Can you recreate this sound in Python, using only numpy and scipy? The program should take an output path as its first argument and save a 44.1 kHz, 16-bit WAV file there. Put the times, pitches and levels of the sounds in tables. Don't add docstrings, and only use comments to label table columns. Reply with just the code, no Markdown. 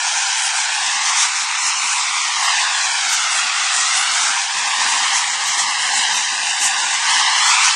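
import sys
import numpy as np
from scipy import signal
from scipy.fft import rfft, irfft, dct, next_fast_len
from scipy.io import wavfile
from scipy.ndimage import uniform_filter1d, map_coordinates

SR = 44100
rng = np.random.default_rng(int(sys.argv[2]) if len(sys.argv) > 2 else 0)


def attenuation_scalar(level_db):
    decades = np.asarray(level_db, float) / 20
    return 10 ** decades


def unload_audio(sound):
    columns = np.transpose(np.atleast_2d(sound))
    steps = np.round(np.clip(columns, -1, 1) * 32767)
    wavfile.write(sys.argv[1], SR, steps.astype(np.int16))


N = 341775


def rms_one(x):
    return x / np.sqrt(np.mean(x ** 2) + 1e-20)


def in_time(rows):
    s, *columns = np.transpose(rows)
    return [np.interp(np.arange(N) / SR, s, c) for c in columns]


def at_hz(points, hz):
    point_hz, point_db = np.transpose(points)
    return np.interp(np.log(hz + 1), np.log(point_hz), point_db)


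def swells(rows, hold=1):
    out = np.zeros(N)
    for s, height, half_s in rows:
        first = max(round((s - half_s) * SR), 0)
        last = min(round((s + half_s) * SR), N)
        i = np.arange(first, last)
        bump = np.cos(np.pi / 2 * (i / SR - s) / half_s) ** 2
        out[i] += height * np.minimum(hold * bump, 1)
    return out


def drift(rate_hz):
    r = np.exp(-80 * np.pi * rate_hz / SR)
    chance = rng.standard_normal(N // 40 + 2002)
    slow = signal.lfilter([1], [1, -2 * r, r * r], chance)[2000:]
    return np.interp(np.arange(N) / 40, np.arange(len(slow)), rms_one(slow))


def coloured(x, gain):
    size = next_fast_len(N)
    hz = np.arange(size // 2 + 1) * SR / size
    return irfft(rfft(x, size) * gain(hz), size)[:N]


# time in seconds, extra path in ms, phase lost in rad, reflected share 0-1.
BOUNCE = [(.15, 1.23, 0, .6), (.6, 1.22, 0.53, 0.5), (.95, 1.05, -0.03, 0.7), (1.3, 0.63, 3, 0),
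          (1.95, 0.63, 2.5, .5), (2.3, 0.92, 0.0, 0.5), (2.8, 1.223, -.5, .75), (3.4, 1.48, 0.15, 0.3),
          (3.75, 1.45, 1.15, 0.4), (4.25, 1.27, 1, 0.2), (4.55, 1.196, -0.7, 0.8), (5.15, .925, .95, 0.4),
          (5.5, .96, 0.5, 0.5), (5.95, 0.92, 1.8, 0.8), (6.9, 1.066, 0.45, .85), (7.15, 0.87, 1.8, 0.6),
          (7.45, 0.95, 0.5, .5), (7.7, 0.57, 2, 0.2)]
# frequency in Hz, density in dB per Hz.
EXHAUST_COLOUR = [(560, -26), (650, -18), (780, -5), (1000, -2.5), (1400, -3), (2200, -3.5), (3200, -5),
                  (4400, -7.5), (5800, -4.5), (7300, -6.5), (9000, -10.5), (10000, -17), (11000, -24.5),
                  (12500, -21)]
# centre in seconds, added share 0-1, half-length in seconds.
GLINTS = [
    (1.6, 0.13, 0.58),
    (2.45, 0.39, .15),
    (2.92, .35, .2),
    (3.4, .15, 0.27),
    (4.1, 0.26, 0.27),
    (6.1, .35, 1.1),
    (7.35, .3, 0.39),
]
TREBLE_SHARE = .28
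DEEP_LAG_RAD, DEEP_SHARE, DEEP_FLICKER_DB = .3, 0.89, 3.5
HISS_APART_DB = 1.14


def turbulence(own_db, shared_db, crackle_db, twist_rad, fade_db):
    white = rng.standard_normal(N) * attenuation_scalar(crackle_db * drift(340))
    size = next_fast_len(N)
    hz = np.arange(size // 2 + 1) * SR / size
    spectrum = rfft(white, size) * attenuation_scalar(at_hz(EXHAUST_COLOUR, hz)) * (hz > 300)
    place = np.clip(3 * np.log2((hz + 1) / 600), 0, 14)
    _, lag_rad, bass_share = in_time(BOUNCE)
    treble_share = TREBLE_SHARE + swells(GLINTS)
    shared = drift(11.0)
    roar, down, hiss = 0, 0, 0
    for k in range(15):
        shape = np.cos(np.pi / 2 * np.clip(place - k, -1, 1)) ** 2
        flicker = attenuation_scalar((own_db if k else DEEP_FLICKER_DB) * drift(12.0))
        band = irfft(spectrum * shape, size)[:N] * flicker
        if k >= 10:
            hiss = hiss + band * attenuation_scalar(shared_db * shared + HISS_APART_DB * drift(6.0))
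            continue
        quarter_late = irfft(-1j * spectrum * shape, size)[:N] * flicker
        high = np.clip((k - 4) / 2, 0, 1)
        deep = max(1 - k / 2, 0)
        twist = twist_rad * 2 ** (k / 5) * drift(11.0)
        turn = lag_rad + deep * (DEEP_LAG_RAD - lag_rad) + twist
        share = bass_share + high * (treble_share - bass_share) + deep * (DEEP_SHARE - bass_share)
        share = np.clip(1.08 * share, 0, .95) * (1 - .25 * max(k - 7.5, 0))
        even = 1 / np.sqrt(1 + share ** 2)
        turned = np.cos(turn) * band + np.sin(turn) * quarter_late
        roar = roar + even * band
        down = down + even * share * attenuation_scalar(fade_db * drift(4.0)) * turned
    return roar, down, hiss


def off_ground(direct, down):
    late_ms = in_time(BOUNCE)[0] + .01 * drift(8.0)
    late = late_ms * SR / 1000
    return direct + map_coordinates(down, [np.arange(N) - late], order=3, mode="nearest")


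# time in seconds, level in dB.
THRUST = [(0.0, -20.5), (0.6, -20.5), (1.25, -18), (1.29, -21), (2.39, -19.5), (2.5, -15.5), (2.78, -19),
          (4.27, -18), (4.49, -21), (4.9, -17), (5.37, -20.5), (6.09, -17.5), (6.26, -20.5), (7.02, -19),
          (7.1, -15.5), (7.53, -14), (7.73, -14.5), (7.75, -17.5)]
# centre in seconds, swell in dB, half-length in seconds.
HISS_SWELLS = [(.2, 4, 0.52), (.47, 5, 0.038), (.6, 3.5, 0.086), (.76, 1.5, 0.032), (.9, 1, 0.18),
               (1.09, 6, 0.058), (1.22, 7, 0.1), (1.39, 5.5, 0.11), (1.68, 6.5, 0.062), (1.92, 3.5, 0.19),
               (2.44, 3, 0.052), (2.61, 4, 0.048), (2.86, 3, 0.061), (3.04, 3.5, 0.064), (3.13, 6, 0.054),
               (3.36, 3, 0.093), (3.79, 4, 0.1), (3.97, 3.5, 0.17), (4.22, 5.5, 0.17), (4.4, 4.5, 0.056),
               (4.59, 3, 0.04), (4.95, 2, 0.32), (5.17, 6, .08), (5.48, 3, 0.088), (5.6, 8.5, 0.036),
               (5.99, 3.5, 0.097), (6.16, 3, .1), (6.48, 3.5, 0.088), (6.65, 10, .08), (6.94, 5.5, .06),
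               (6.817, 4.5, 0.063),
    (7.147, 2, .12),
    (7.506, 6, 0.079),
    (7.653, 6, 0.052),
]
HISS_DB = -23.5
HISS_FOLLOWS, ROAR_FOLLOWS = .6, 0.22


def jet():
    thrust_db, = in_time(THRUST)
    swell_db = swells(HISS_SWELLS)
    roar_db = thrust_db + ROAR_FOLLOWS * (swell_db - swell_db.mean())
    hiss_db = HISS_DB + HISS_FOLLOWS * (thrust_db - thrust_db.mean()) + swell_db
    roar, down, hiss = turbulence(own_db=.7, shared_db=.6, crackle_db=1.1, twist_rad=.24, fade_db=2.2)
    roar = off_ground(roar, down)
    loud = attenuation_scalar(roar_db) * rms_one(roar) + attenuation_scalar(hiss_db) * rms_one(hiss)
    rounded = .9 * np.tanh(loud / .9)
    return coloured(rounded, lambda hz: 1 / (1 + (620 / (hz + 1)) ** 16))


# time in seconds, level in dB.
WIND = [
    (0, -78.5),
    (.55, -72.5),
    (.85, -59),
    (3.0, -59.5),
    (3.5, -57.5),
    (4.7, -50),
    (6.1, -48.5),
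    (7.1, -53.5),
    (7.75, -58),
]
# frequency in Hz, level in dB.
WIND_COLOUR = [(24, -49), (40, -20.5), (108, -15), (231, 0.5), (348, -4), (449, -1), (560, 8), (730, -14.5),
               (1230, -120)]
# centre in seconds, depth in dB, half-length in seconds.
LOW_GAPS = [(1.31, -5, 0.17), (3.13, -12, 0.062), (3.71, -18, 0.071), (3.91, -38, 0.04), (4.06, -16, 0.032),
            (4.18, -28, 0.055), (4.44, -38, 0.13), (4.73, -30, 0.049), (4.97, -3, .08), (5.24, -9.5, 0.18),
            (5.5, -21, 0.096), (5.74, -8, 0.074), (5.83, -6, 0.05), (6.06, -14, .04), (6.28, -14, 0.064),
            (6.39, -4, 0.077), (6.56, -27, 0.052), (6.71, -14, 0.033), (7.03, -11, 0.055), (7.32, -7.5, 0.051),
            (7.42, -4, 0.064), (7.62, -21.5, 0.081)]
# level over the strength in dB, share of the gaps 0-1, flutter in dB.
WIND_RANGES = [
    (-12, 0.11, 6),
    (-1, 1.0, 5),
    (-3, 0.65, 4),
]
# centre in seconds, depth in dB, half-length in seconds.
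CALM = [
    (2.0, -13, 2.2),
]
UPPER_CALM_DB, UPPER_FROM_S = -60, 2.9


def wind():
    out = 0
    edges_hz = (20, 200, 420, 640)
    strength_db, = in_time(WIND)
    gap_db = swells(LOW_GAPS, hold=1.5)
    early = np.arange(N) / SR < UPPER_FROM_S
    for low, high, (db, share, flutter_db) in zip(edges_hz, edges_hz[1:], WIND_RANGES):
        noise = coloured(rng.standard_normal(N),
                         lambda hz: attenuation_scalar(at_hz(WIND_COLOUR, hz)) * (hz >= low) * (hz < high))
        level_db = strength_db + db + share * gap_db
        if high == edges_hz[-1]:
            level_db = np.where(early, UPPER_CALM_DB + swells(CALM), level_db)
        flutter = flutter_db * np.tanh(drift(10.0))
        out = out + attenuation_scalar(level_db + flutter) * rms_one(noise)
    return out


def scene():
    return np.tile(jet() + wind(), (2, 1))


# frequency in Hz, step in dB.
SMALLEST_STEP = [(60, -57), (130, -53), (250, -51), (480, -46), (600, -36), (690, -22), (850, -26),
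                 (7000, -24), (9600, -19), (9700, -11), (10500, -12), (11200, -10), (12300, -7), (12600, 5)]
# frequency in Hz, step over that level in dB.
RELATIVE_STEP = [(560, -40), (800, -4), (1500, 0), (3000, 2), (5000, 1), (7500, 3), (9000, 7)]


def thin_spectrum(x, finer_db, wobble_db, spread_hz, size):
    count = N // size + 2
    window = np.sin(np.pi * (np.arange(2 * size) + .5) / (2 * size))
    blocks = np.pad(x, (size, (count + 1) * size - N - size)).reshape(-1, size)
    a, b, c, d = np.split(np.hstack([blocks[:-1], blocks[1:]]) * window, 4, axis=1)
    lines = dct(np.hstack([-c[:, ::-1] - d, a - b[:, ::-1]]), type=4, norm="ortho")
    hz = (np.arange(size) + .5) * SR / (2 * size)
    spread = round(spread_hz / hz[0] / 2)
    around = np.sqrt(uniform_filter1d(lines ** 2, size=spread, axis=1) + 1e-18)
    mood = uniform_filter1d(rng.standard_normal((count, size // 8)), size=3, axis=0) * np.sqrt(3)
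    coarser_db = wobble_db * mood.repeat(8, axis=1) - finer_db
    step = np.maximum(attenuation_scalar(at_hz(SMALLEST_STEP, hz)), around * attenuation_scalar(at_hz(RELATIVE_STEP, hz)))
    step = step * attenuation_scalar(coarser_db)
    lines = np.sign(lines) * np.floor(np.abs(lines) / step + .4054) * step
    p, q = np.split(dct(lines, type=4, norm="ortho"), 2, axis=1)
    frames = np.hstack([q, -q[:, ::-1], -p[:, ::-1], -p]) * window
    return (frames[:-1, size:] + frames[1:, :size]).ravel()[:N]


# centre in seconds, centre in Hz, level in dB.
SLIPS = [
    (.26, 6960, -33),
    (.35, 5900, -33),
    (1.44, 8240, -36),
    (1.63, 6260, -35),
    (1.79, 5970, -28),
    (3.41, 4670, -33),
    (4.53, 5880, -35),
    (5.69, 5100, -34),
]


def slips():
    out, size = np.zeros(N), 2048
    hz = np.arange(size // 2 + 1) * SR / size
    fade = np.sin(np.pi * np.arange(size) / size)
    for s, centre_hz, db in SLIPS:
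        puff = irfft(rfft(rng.standard_normal(size)) * (np.abs(hz - centre_hz) < 750), size)
        start = round(s * SR) - size // 2
        out[start:start + size] += attenuation_scalar(db) * rms_one(puff) * fade
    return out


# time in seconds, peak in dB.
TICKS = [(4.231, -54), (7.123, -41), (7.425, -67), (7.45, -68), (7.466, -31), (7.472, -44), (7.478, -29),
         (7.48, -29), (7.488, -45), (7.492, -51), (7.507, -27), (7.511, -33)]


def ticks():
    out = np.zeros(N)
    places = [round(s * SR) for s, db in TICKS]
    out[places] = -attenuation_scalar(np.array(TICKS)[:, 1] + 8)
    return out


def band_limit(x):
    return signal.sosfilt(signal.butter(12, 15800, fs=SR, output="sos"), x)


def record(dry):
    mono = thin_spectrum(dry.mean(axis=0), finer_db=0, wobble_db=3.5, spread_hz=1100, size=1152)
    mono = thin_spectrum(mono, finer_db=8, wobble_db=2, spread_hz=1100, size=1024)
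    mono = mono + ticks()
    mix = mono + slips() * np.array([[1], [-1]])
    return band_limit(mix)


dry = scene()
out = record(dry)
unload_audio(out)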